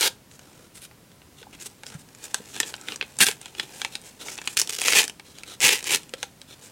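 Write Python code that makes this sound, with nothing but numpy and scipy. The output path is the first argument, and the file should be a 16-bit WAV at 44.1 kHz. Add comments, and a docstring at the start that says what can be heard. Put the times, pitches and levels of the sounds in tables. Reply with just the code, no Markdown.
"""A short rip of brown paper, close to a small microphone: hands are opening an envelope over a table
of tins in a quiet room. Each rip is a run of breaking fibres that shake the sheet; more come after
three seconds, then picking and longer tears. In between, creases snap, fingers slide over the paper
and the hand bumps it softly. Table, tins and walls answer faintly, over a low room rumble and hiss."""
import sys
import numpy as np
from scipy import signal
from scipy.fft import rfft, irfft, next_fast_len
from scipy.io import wavfile
from scipy.ndimage import uniform_filter1d, minimum_filter1d, map_coordinates

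SR = 44100
rng = np.random.default_rng(int(sys.argv[2]) if len(sys.argv) > 2 else 0)


def transcribe(signal):
    """Save signal, clipped to [-1, 1], as a 16-bit WAV file at the path in sys.argv[1]."""
    frames = np.atleast_2d(signal).T
    limited = np.clip(frames, -1, 1)
    pcm = np.round(limited * 32767).astype(np.int16)
    wavfile.write(sys.argv[1], SR, pcm)


N = 296043

# Levels in the tables are relative: each source has its own gain in the mix.
# Pulls of the hand, one table for each way of tearing: start/s, swell/s, hold/s, release/s, level/dB
FIRST_PULL = [(0.0, 0.02, 0.058, .012, -22)]
QUICK_PULLS = [(3.187, .004, .013, .005, -27.5), (3.204, .002, .027, 0.021, -11),
               (3.246, .024, .008, 0.063, -20.5)]
PICKING_PULLS = [(4.569, .002, 0.033, 0.02, -20), (4.611, 0.0045, 0.0033, .035, -25.5),
                 (4.693, 0.0013, 0.003, 0.034, -24.5), (4.722, 0.0053, 0.039, .012, -30),
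                 (4.777, 0.007, .032, .01, -30.5)]
LONG_PULLS = [(4.82, 0.037, 0.11, .012, -23), (4.938, 0.023, 0.032, 0.072, -15.5),
              (5.609, 0.036, 0.024, 0.14, -15), (5.708, 0.011, 0.017, 0.064, -20),
              (5.85, 0.025, 0.01, 0.033, -27.5), (5.889, 0.031, 0.032, 0.037, -20.5)]
# Spectra of those four ways of tearing: f/Hz, level/dB
FIRST_SPECTRUM = [(59, -68), (100, -27), (467, -6), (627, -8), (956, -4), (1160, -8.5), (1490, -0.5),
                  (1960, -5.5), (3690, -1.5), (13900, -13.5), (15500, -20)]
QUICK_SPECTRUM = [(47, -59), (80, -11.5), (300, -3.5), (343, -10), (409, -7.5), (1050, -12.5), (1600, 4),
                  (3170, -2), (3460, 2), (5620, -6), (9130, -1), (15500, -15.5)]
PICKING_SPECTRUM = [(59, -57), (100, -3), (214, -49), (362, -13), (917, -22), (1090, -14), (2630, -5),
                    (4020, -7), (5750, -3), (9340, -8), (15500, -20)]
LONG_SPECTRUM = [(47, -68), (80, -42), (130, -15), (252, -19.5), (345, -11.5), (521, -11.5), (635, -14.5),
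                 (809, -11.5), (1430, -12), (1710, -6), (2430, -1.5), (4130, -9), (7010, -8), (9130, -11),
                 (15500, -23)]
# Rumble and hiss of the room: f/Hz, level/dB
ROOM_TONE_SPECTRUM = [(15, -56), (25, -15.5), (133, -2), (169, -4), (198, -5), (289, -7), (359, -12),
                      (433, -11.5), (804, -18), (919, -18.5), (997, -15), (1080, -19.5), (2170, -22),
                      (9300, -26), (15500, -29.5)]
# How hard the hands work the held envelope: t/s, level/dB
GRIP_LEVELS = [(0.0, -71), (1.25, -63.5), (1.6, -51), (1.98, -52), (2.7, -43), (3.15, -51), (3.73, -47),
               (4.12, -50), (4.5, -42.5), (5.05, -52), (5.2, -59), (5.88, -48), (6.32, -60.5), (6.7, -49.5)]
# Rustle of the held paper: f/Hz, level/dB
RUSTLE_SPECTRUM = [(120, -7), (400, 7.5), (1100, 2.5), (3000, 0), (5000, -2), (8000, 0), (11000, -7),
                   (15500, -14)]
# Creases that buckle and fibres that give way: t/s, ring f/Hz, level/dB, fizz over crack/dB
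CREASE_SNAPS = [(0.0094, 7000, -19, 14), (0.314, 7400, -50, -6), (0.3928, 2900, -46.5, 3),
                (0.852, 8600, -46, -2), (0.9125, 1400, -53.5, -22), (1.117, 3380, -55, -4),
                (1.218, 2900, -52.5, -14), (1.429, 1550, -44.5, -17), (1.659, 8270, -40, 8),
                (1.8344, 1700, -38.5, -4), (1.866, 5200, -39, 2), (1.9017, 1540, -46, 1),
                (2.149, 6840, -46, 5), (2.3443, 1643, -20, 5), (2.5644, 1650, -36.5, 2),
                (2.602, 1810, -14.5, 3), (2.631, 3350, -28, -15), (2.7404, 3070, -30, -15),
                (2.7645, 7300, -45, 19), (2.813, 7600, -43, 18), (2.8853, 3500, -29, -10),
                (2.9214, 2740, -31, -20), (2.9597, 5820, -34, 9), (3.0118, 2570, -24.5, -28),
                (3.0258, 2160, -29, -20), (3.1684, 7350, -45, 18), (3.1881, 7040, -24.5, 19),
                (3.2052, 2880, -19.5, 0), (3.243, 9000, -21.5, 24), (3.2668, 3500, -20.5, 4),
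                (3.2859, 443, -20.5, -6), (3.3137, 7700, -31, 1), (3.4149, 8600, -41.5, 7),
                (3.4578, 3330, -39, 0), (3.55, 2880, -41.5, -7), (3.5975, 3360, -21.5, -11.5),
                (3.8168, 2270, -25.5, -5.5), (3.8483, 2290, -24.5, -6.5), (3.954, 3770, -31, 0),
                (4.0157, 8800, -48.5, 24), (4.2846, 2250, -33.5, -22), (4.355, 7160, -42, 6),
                (4.3784, 5860, -36, 2), (4.3866, 2650, -33, -19), (4.416, 2330, -36.5, -3.5),
                (4.475, 2920, -23.5, -5), (4.5703, 7600, -19.5, -0.5), (4.5977, 5760, -17.5, 22),
                (4.6162, 5550, -19.5, 12), (4.6743, 5530, -33, 4), (4.6952, 8950, -26.5, 3.5),
                (4.7261, 5600, -33.5, 5), (4.7873, 2820, -30.5, 1), (4.8032, 5640, -34, 16),
                (4.8165, 2600, -22.5, 4), (4.8827, 2520, -16, 0.5), (4.924, 4900, -18.5, -4),
                (4.9339, 2160, -17.5, -9), (4.9927, 3030, -16, -15), (5.0407, 2970, -25.5, 8),
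                (5.0795, 9000, -29, 6), (5.097, 2910, -35, 2), (5.1971, 2240, -39, -10),
                (5.3854, 4720, -42.5, 2), (5.4343, 2590, -38, -4), (5.6045, 7670, -28, 3),
                (5.691, 2500, -18.5, -12), (5.8272, 2440, -37, 3), (5.842, 6100, -31.5, 5),
                (5.9479, 4100, -20, 4), (6.0326, 7250, -47.5, -1), (6.0932, 7040, -47, 2.5),
                (6.1377, 537, -29.5, -5.5), (6.2294, 805, -25, -2.5), (6.4162, 3900, -43, -2)]
# Fingers sliding on the paper: start/s, length/s, ring f/Hz, level/dB
FINGER_SLIDES = [(0.31, 0.061, 6600, -57), (0.405, 0.27, 1250, -58.5), (0.749, 0.044, 8200, -47.5),
                 (0.812, 0.047, 9150, -46), (1.374, .055, 3480, -54.5), (1.533, 0.022, 2480, -46),
                 (1.603, 0.035, 6800, -42), (1.656, 0.016, 8100, -36), (1.86, 0.04, 5100, -48.5),
                 (1.915, 0.046, 1710, -49), (1.986, 0.034, 7700, -53), (2.233, 0.03, 6950, -40),
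                 (2.3, 0.025, 6930, -52), (2.347, 0.043, 3360, -49.5), (2.48, .08, 6860, -52),
                 (2.541, .055, 3170, -42.5), (2.66, 0.046, 6700, -42), (2.79, 0.085, 1560, -53.5),
                 (2.873, 0.078, 2830, -44), (3.411, 0.087, 3000, -52.5), (3.572, 0.079, 3200, -45),
                 (3.743, 0.075, 7650, -48.5), (3.801, 0.078, 2770, -49.5), (3.917, 0.052, 3760, -47.5),
                 (4.042, 0.055, 7260, -49.5), (4.201, 0.032, 3870, -42), (4.256, 0.091, 6240, -42),
                 (4.449, 0.1, 7800, -45), (5.247, 0.082, 4170, -55), (5.347, 0.077, 3300, -55),
                 (5.466, 0.087, 3850, -45.5), (5.98, 0.06, 3170, -57), (6.172, .087, 4200, -52.5),
                 (6.485, 0.06, 3580, -50), (6.62, 0.061, 7300, -50.5)]
# Low flexing, middle scrape and high hiss under a finger: f/Hz, level/dB
FLEX_SPECTRUM = [(120, -23), (220, 7.5), (430, 4.5), (900, 4), (1300, 9), (2500, -54.5)]
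SCRAPE_SPECTRUM = [(600, -14), (1200, -3), (1700, 0.5), (3300, 4.5), (4400, 11), (7000, -29.5)]
HISS_SPECTRUM = [(2500, -11.5), (4600, 7.5), (6800, 3), (9000, 1.5), (11000, -7), (15500, -15)]
# Fingertips and hand bumping the envelope: t/s, f/Hz, level/dB
HAND_BUMPS = [(1.4174, 460, -38), (1.468, 827, -35.5), (1.95, 151, -27), (2.3394, 844, -37),
              (2.398, 206, -35.5), (2.402, 464, -34.5), (3.8487, 880, -23.5), (4.2625, 860, -33.5)]
# Broad peaks and dips colouring the paper sound near the table, with deep bass cut: f/Hz, gain/dB
NEAR_TABLE_COLOUR = [(30, -11), (100, -3.5), (200, 1), (350, 1.7), (480, 2.5), (640, -3), (860, 3.5),
                     (1150, -6), (1600, 0.5), (1950, -1), (2500, 2), (4000, 1)]
# Reverberation of the room: f/Hz, t60/s
ROOM_DECAY = [(150, 0.34), (2500, 0.18), (8000, 0.2), (15000, 0.15)]

CATCH_DB, RELEASE_DB = 10, 24.5  # a rip starts and ends this far under its full level
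CREAK_S = .006  # a crease creaks this long before it snaps
BODY_FALL_DB_PER_OCT = 3.5  # above 1 kHz, the smaller the facet, the less it shakes the sheet
SNAP_PIVOT_DB, BODY_LAG = -33.5, 0.31  # harder snaps are thinner: the body loses this share of each dB
TICKS_PER_S, TICK_DB, TICK_SPREAD_DB, TICK_HZ = 7, -5, 0.5, 5000  # stray creases; level over the grip
SLIDE_PIVOT_HZ, FLEX_FALL_DB_PER_OCT, SCRAPE_TILT_DB_PER_OCT = 3000, 4.5, 0.53  # small patches are thin
CEILING, TOP_HZ = .93, 15950


def amp(db):
    """Decibels to gain."""
    return 10 ** (np.asarray(db) / 20)


def unit(x):
    """x at rms 1."""
    return x / np.sqrt(np.mean(x ** 2) + 1e-20)


def along(points, hz):
    """A curve of (f/Hz, value) points, read at hz on a log axis."""
    freqs, values = np.transpose(points)
    return np.interp(np.log(hz + 1), np.log(freqs + 1), values)


def clock(seconds):
    """Sample times over a duration."""
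    return np.arange(int(seconds * SR)) / SR


def add(track, start, sound):
    """Mix a sound into the track at start seconds."""
    part = track[max(0, round(start * SR)):][:len(sound)]
    part += sound[:len(part)]


def coloured(x, spectrum):
    """x through a minimum-phase filter shaped by (f/Hz, level/dB) points."""
    size = 2 * next_fast_len(N // 2 + 8192)
    shape_db = np.maximum(along(spectrum, np.fft.rfftfreq(size, 1 / SR)), -100)
    cepstrum = irfft(np.log(amp(shape_db)), size)
    cepstrum[1:size // 2] *= 2  # folding onto positive time makes the filter causal
    cepstrum[size // 2 + 1:] = 0
    return irfft(rfft(x, size) * np.exp(rfft(cepstrum)), size)[:N]


def wobble(rate):
    """A smooth random curve, rate knots a second."""
    knots = rng.standard_normal(int(N * rate / SR) + 4)
    return map_coordinates(knots, [np.arange(N) * rate / SR])


def fibres(rate, spread_db, clump_db, ring_s, ring_db):
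    """Paper fibres click in uneven clumps; each leaves a short diffuse ring in the sheet."""
    breaks = rng.random(N) < rate / SR
    size = amp(spread_db * np.minimum(rng.exponential(size=N), 3) + clump_db * wobble(170))
    clicks = breaks * size * rng.choice([-1, 1], N)
    ring_power = np.abs(signal.fftconvolve(clicks ** 2, amp(-120 * clock(.05) / ring_s))[:N])
    ring = unit(np.sqrt(ring_power) * rng.standard_normal(N))
    sound = unit(clicks) + amp(ring_db) * ring
    # held level over 20 ms, so that the hand sets the energy released
    local_power = np.abs(uniform_filter1d(sound ** 2, int(.02 * SR)))
    return sound / np.sqrt(local_power + 1e-6)


def hand_pull(pulls, edge_s):
    """The gain of the hand's pull: each rip catches, swells, holds and runs out."""
    t, gain = np.arange(N) / SR, np.zeros(N)
    for start, swell, hold, release, db in pulls:
        corners = start + np.cumsum([0, swell, hold, release])
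        inside = (t >= start) & (t <= corners[-1])
        drop_db = np.interp(t, corners, [CATCH_DB, 0, 0, RELEASE_DB])
        gain = np.maximum(gain, inside * amp(db - drop_db))
    return uniform_filter1d(gain, int(edge_s * SR))


def rip(pulls, spectrum, rate, spread_db, clump_db, level_db):
    """A harder pull is louder and breaks more fibres: about rate a second at a pull of -20 dB."""
    pull = hand_pull(pulls, edge_s=0.006)
    breaks_per_s = rate * (.1 + pull / amp(-19.5))
    grain = fibres(breaks_per_s, spread_db, clump_db, ring_s=0.017, ring_db=-5.5)
    return amp(level_db) * pull * unit(coloured(grain, spectrum))


def tearing():
    """Close up, fast rips break fibres densely; slow picking lets single ones be heard."""
    first = rip(FIRST_PULL, FIRST_SPECTRUM, rate=5500, spread_db=1.5, clump_db=0.5, level_db=1.5)
    quick = rip(QUICK_PULLS, QUICK_SPECTRUM, rate=2800, spread_db=2.5, clump_db=0.5, level_db=-2.5)
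    picked = rip(PICKING_PULLS, PICKING_SPECTRUM, rate=1800, spread_db=6.5, clump_db=2.5, level_db=-3.5)
    drawn = rip(LONG_PULLS, LONG_SPECTRUM, rate=1800, spread_db=3.0, clump_db=2.5, level_db=0.0)
    return first + quick + picked + drawn


def room_tone(level_db):
    """The quiet room at the microphone: steady low rumble and hiss."""
    return amp(level_db) * unit(coloured(rng.standard_normal(N), ROOM_TONE_SPECTRUM))


def grip_db(times):
    """The level of the handling at the given times."""
    return np.interp(times, *np.transpose(GRIP_LEVELS))


def grip_rustle(level_db, restless_db):
    """Faint uneven rustle while the hands keep hold of the envelope."""
    grain = fibres(rate=700, spread_db=1.5, clump_db=-1.0, ring_s=0.027, ring_db=-2)
    gain = amp(grip_db(np.arange(N) / SR) + level_db + restless_db * wobble(12))
    return gain * unit(coloured(grain, RUSTLE_SPECTRUM))


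def snap(low_hz, high_hz, t60, spike, order):
    """A buckle in one band: a faint creak, a sharp spike, the sheet's flutter; rms 1 over the blow."""
    t = clock(.08) - CREAK_S
    age = np.maximum(t, 0)
    creak = amp(-21.5 + 8 * t / CREAK_S)
    buckle = amp(-60 * age / t60) + spike * amp(-60 * age / 0.0024)
    band = signal.butter(order, [low_hz, high_hz], "band", fs=SR, output="sos")
    sound = signal.sosfilt(band, np.where(t < 0, creak, buckle) * rng.standard_normal(len(t)))
    blow = sound[(t >= 0) & (t < .0065)]
    return sound / np.sqrt(np.mean(blow ** 2))


def stray_ticks(count):
    """Faint creases give at random, louder under a firm grip. Rows as in CREASE_SNAPS."""
    draws = rng.standard_normal((count, 4))
    times = np.cumsum((draws[:, 0] ** 2 + draws[:, 1] ** 2) / 2) / TICKS_PER_S  # exponential gaps
    octaves = np.clip(0.78 * draws[:, 2], -2, 1)
    levels = grip_db(times) + TICK_DB + TICK_SPREAD_DB * np.clip(draws[:, 3], -2, 2)
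    brightness = 10 * octaves  # small facets fizz more
    return [row for row in zip(times, TICK_HZ * 2 ** octaves, levels, brightness) if row[0] < N / SR]


def creases(body_db, crack_db, fizz_db, ring_db, ring_s):
    """Each snap shakes the whole sheet and rings the small facet that buckled."""
    track, age = np.zeros(N), np.maximum(clock(.08) - CREAK_S, 0)
    for start, hz, db, bright in list(CREASE_SNAPS) + stray_ticks(count=70):
        body = db - BODY_FALL_DB_PER_OCT * max(0, np.log2(hz / 1000)) - BODY_LAG * (db - SNAP_PIVOT_DB)
        crack, fizz = db - max(bright, 0), db + min(bright, 0)
        sound = amp(body + body_db) * snap(255, 1570, t60=0.032, spike=0.4, order=2)
        sound += amp(crack + crack_db) * snap(1164, 4360, t60=0.028, spike=3.4, order=3)
        sound += amp(fizz + fizz_db) * snap(4740, 9370, t60=0.022, spike=3.7, order=2)
        by_pitch = [(850, body - 6), (1550, crack - 6), (2800, crack - 1), (4000, crack), (5500, fizz - 2)]
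        facet_db = along(by_pitch, hz) + ring_db
        facet_t60 = ring_s * np.sqrt(3000 / hz)  # large, low facets ring longer
        sound += amp(facet_db - 60 * age / facet_t60) * np.sin(2 * np.pi * hz * age)
        add(track, start - CREAK_S, sound)
    return track


def finger_slides(flex_db, scrape_db, hiss_db, ring_db, ring_q, edge_s):
    """Skin catches on the grain of the paper, flexes the sheet and rings the patch under the finger."""
    grain = fibres(rate=1800, spread_db=2, clump_db=3.5, ring_s=0.018, ring_db=2.5)
    spectra = FLEX_SPECTRUM, SCRAPE_SPECTRUM, HISS_SPECTRUM
    bands = np.array([unit(coloured(grain, spectrum)) for spectrum in spectra])
    track, t = np.zeros(N), np.arange(N) / SR
    for start, length, hz, db in FINGER_SLIDES:
        end, octaves = start + length, np.log2(hz / SLIDE_PIVOT_HZ)
        flex = db - FLEX_FALL_DB_PER_OCT * octaves
        scrape, hiss = db + SCRAPE_TILT_DB_PER_OCT * octaves, db - SCRAPE_TILT_DB_PER_OCT * octaves
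        moving = (t > start - edge_s) & (t < end + edge_s)
        inside_s = np.minimum(t[moving] - start, end - t[moving])
        speed = np.sin(np.pi / 2 * np.clip(inside_s / (2 * edge_s) + .5, 0, 1)) ** 2  # eases in and out
        patch = unit(signal.lfilter(*signal.iirpeak(hz, ring_q, SR), grain[moving]))
        patch_db = along([(4000, scrape), (5500, hiss)], hz) + ring_db
        gains = amp([flex + flex_db, scrape + scrape_db, hiss + hiss_db])
        track[moving] += speed * (gains @ bands[:, moving] + amp(patch_db) * patch)
    return track


def hand_bumps(t60, attack_s):
    """Soft pushes on the envelope, a few low cycles each; the times hold at 150 Hz and shorten above."""
    track, t = np.zeros(N), clock(.2)
    for start, hz, db in HAND_BUMPS:
        age = t * np.sqrt(hz / 150)
        attack = 1 - np.exp(-age / attack_s)
        add(track, start, 2 * amp(db - 60 * age / t60) * attack * np.sin(2 * np.pi * hz * t))
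    return track


def table_echoes(x, echo_db, span_s, count):
    """x plus weak copies off the table and tins close by, whose delays shift as the hands move."""
    track, hop = np.zeros(N), SR // 8
    padded, fade = np.pad(x, (hop, 2 * hop)), signal.get_window("hann", 2 * hop)
    for start in range(0, N + hop, hop):
        response = np.zeros(int(span_s * SR) + 60)
        distance = (np.arange(count) + rng.random(count)) / count  # 0 nearest, 1 farthest
        delays = (50 + distance ** 2 * span_s * SR).astype(int)
        response[delays] = rng.choice([-1, 1], count) * amp(echo_db - 7.7 * distance)
        echoes = signal.fftconvolve(padded[start:start + 2 * hop] * fade, response)
        add(track, max(0, start - hop) / SR, echoes[max(0, hop - start):])
    return x + track


def wall_reverb(x):
    """The walls answer at the microphone 6 ms after the direct sound; treble dies first."""
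    hz, t, noise = signal.stft(rng.standard_normal(SR // 2), SR, nperseg=256)
    decay = amp(-60 * t / along(ROOM_DECAY, hz)[:, None])
    tail = signal.istft(noise * decay, SR, nperseg=256)[1]
    tail = np.pad(tail, (int(.006 * SR), 0))
    return signal.fftconvolve(x, tail / np.linalg.norm(tail))[:N]


def scene():
    """One microphone close to the envelope: mostly direct paper, with the room well behind it."""
    snaps = creases(body_db=-4.0, crack_db=-1.5, fizz_db=-1.5, ring_db=7.5, ring_s=0.018)
    slides = finger_slides(flex_db=-3.5, scrape_db=-3, hiss_db=-2.0, ring_db=-3, ring_q=4.0, edge_s=0.015)
    paper = tearing() + snaps + slides + grip_rustle(level_db=-5.5, restless_db=3.5)
    paper = amp(-0.81) * coloured(paper, NEAR_TABLE_COLOUR)
    close = table_echoes(paper, echo_db=-14.5, span_s=.013, count=7)
    close += hand_bumps(t60=0.048, attack_s=0.0041)
    background = room_tone(level_db=-53.5)
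    return (close + amp(-17.5) * wall_reverb(close) + background)[None]


def record(dry):
    """The recorder's limiter ducks the highest peaks; nothing is kept above its band limit."""
    span = int(.002 * SR)
    needed_gain = CEILING / np.maximum(np.abs(dry), CEILING)
    gain = uniform_filter1d(minimum_filter1d(needed_gain, span), span)
    size = next_fast_len(N + SR // 2)
    passband = np.fft.rfftfreq(size, 1 / SR) < TOP_HZ
    return irfft(rfft(dry * gain, size) * passband, size)[..., :N]


dry = scene()
out = record(dry)
transcribe(out)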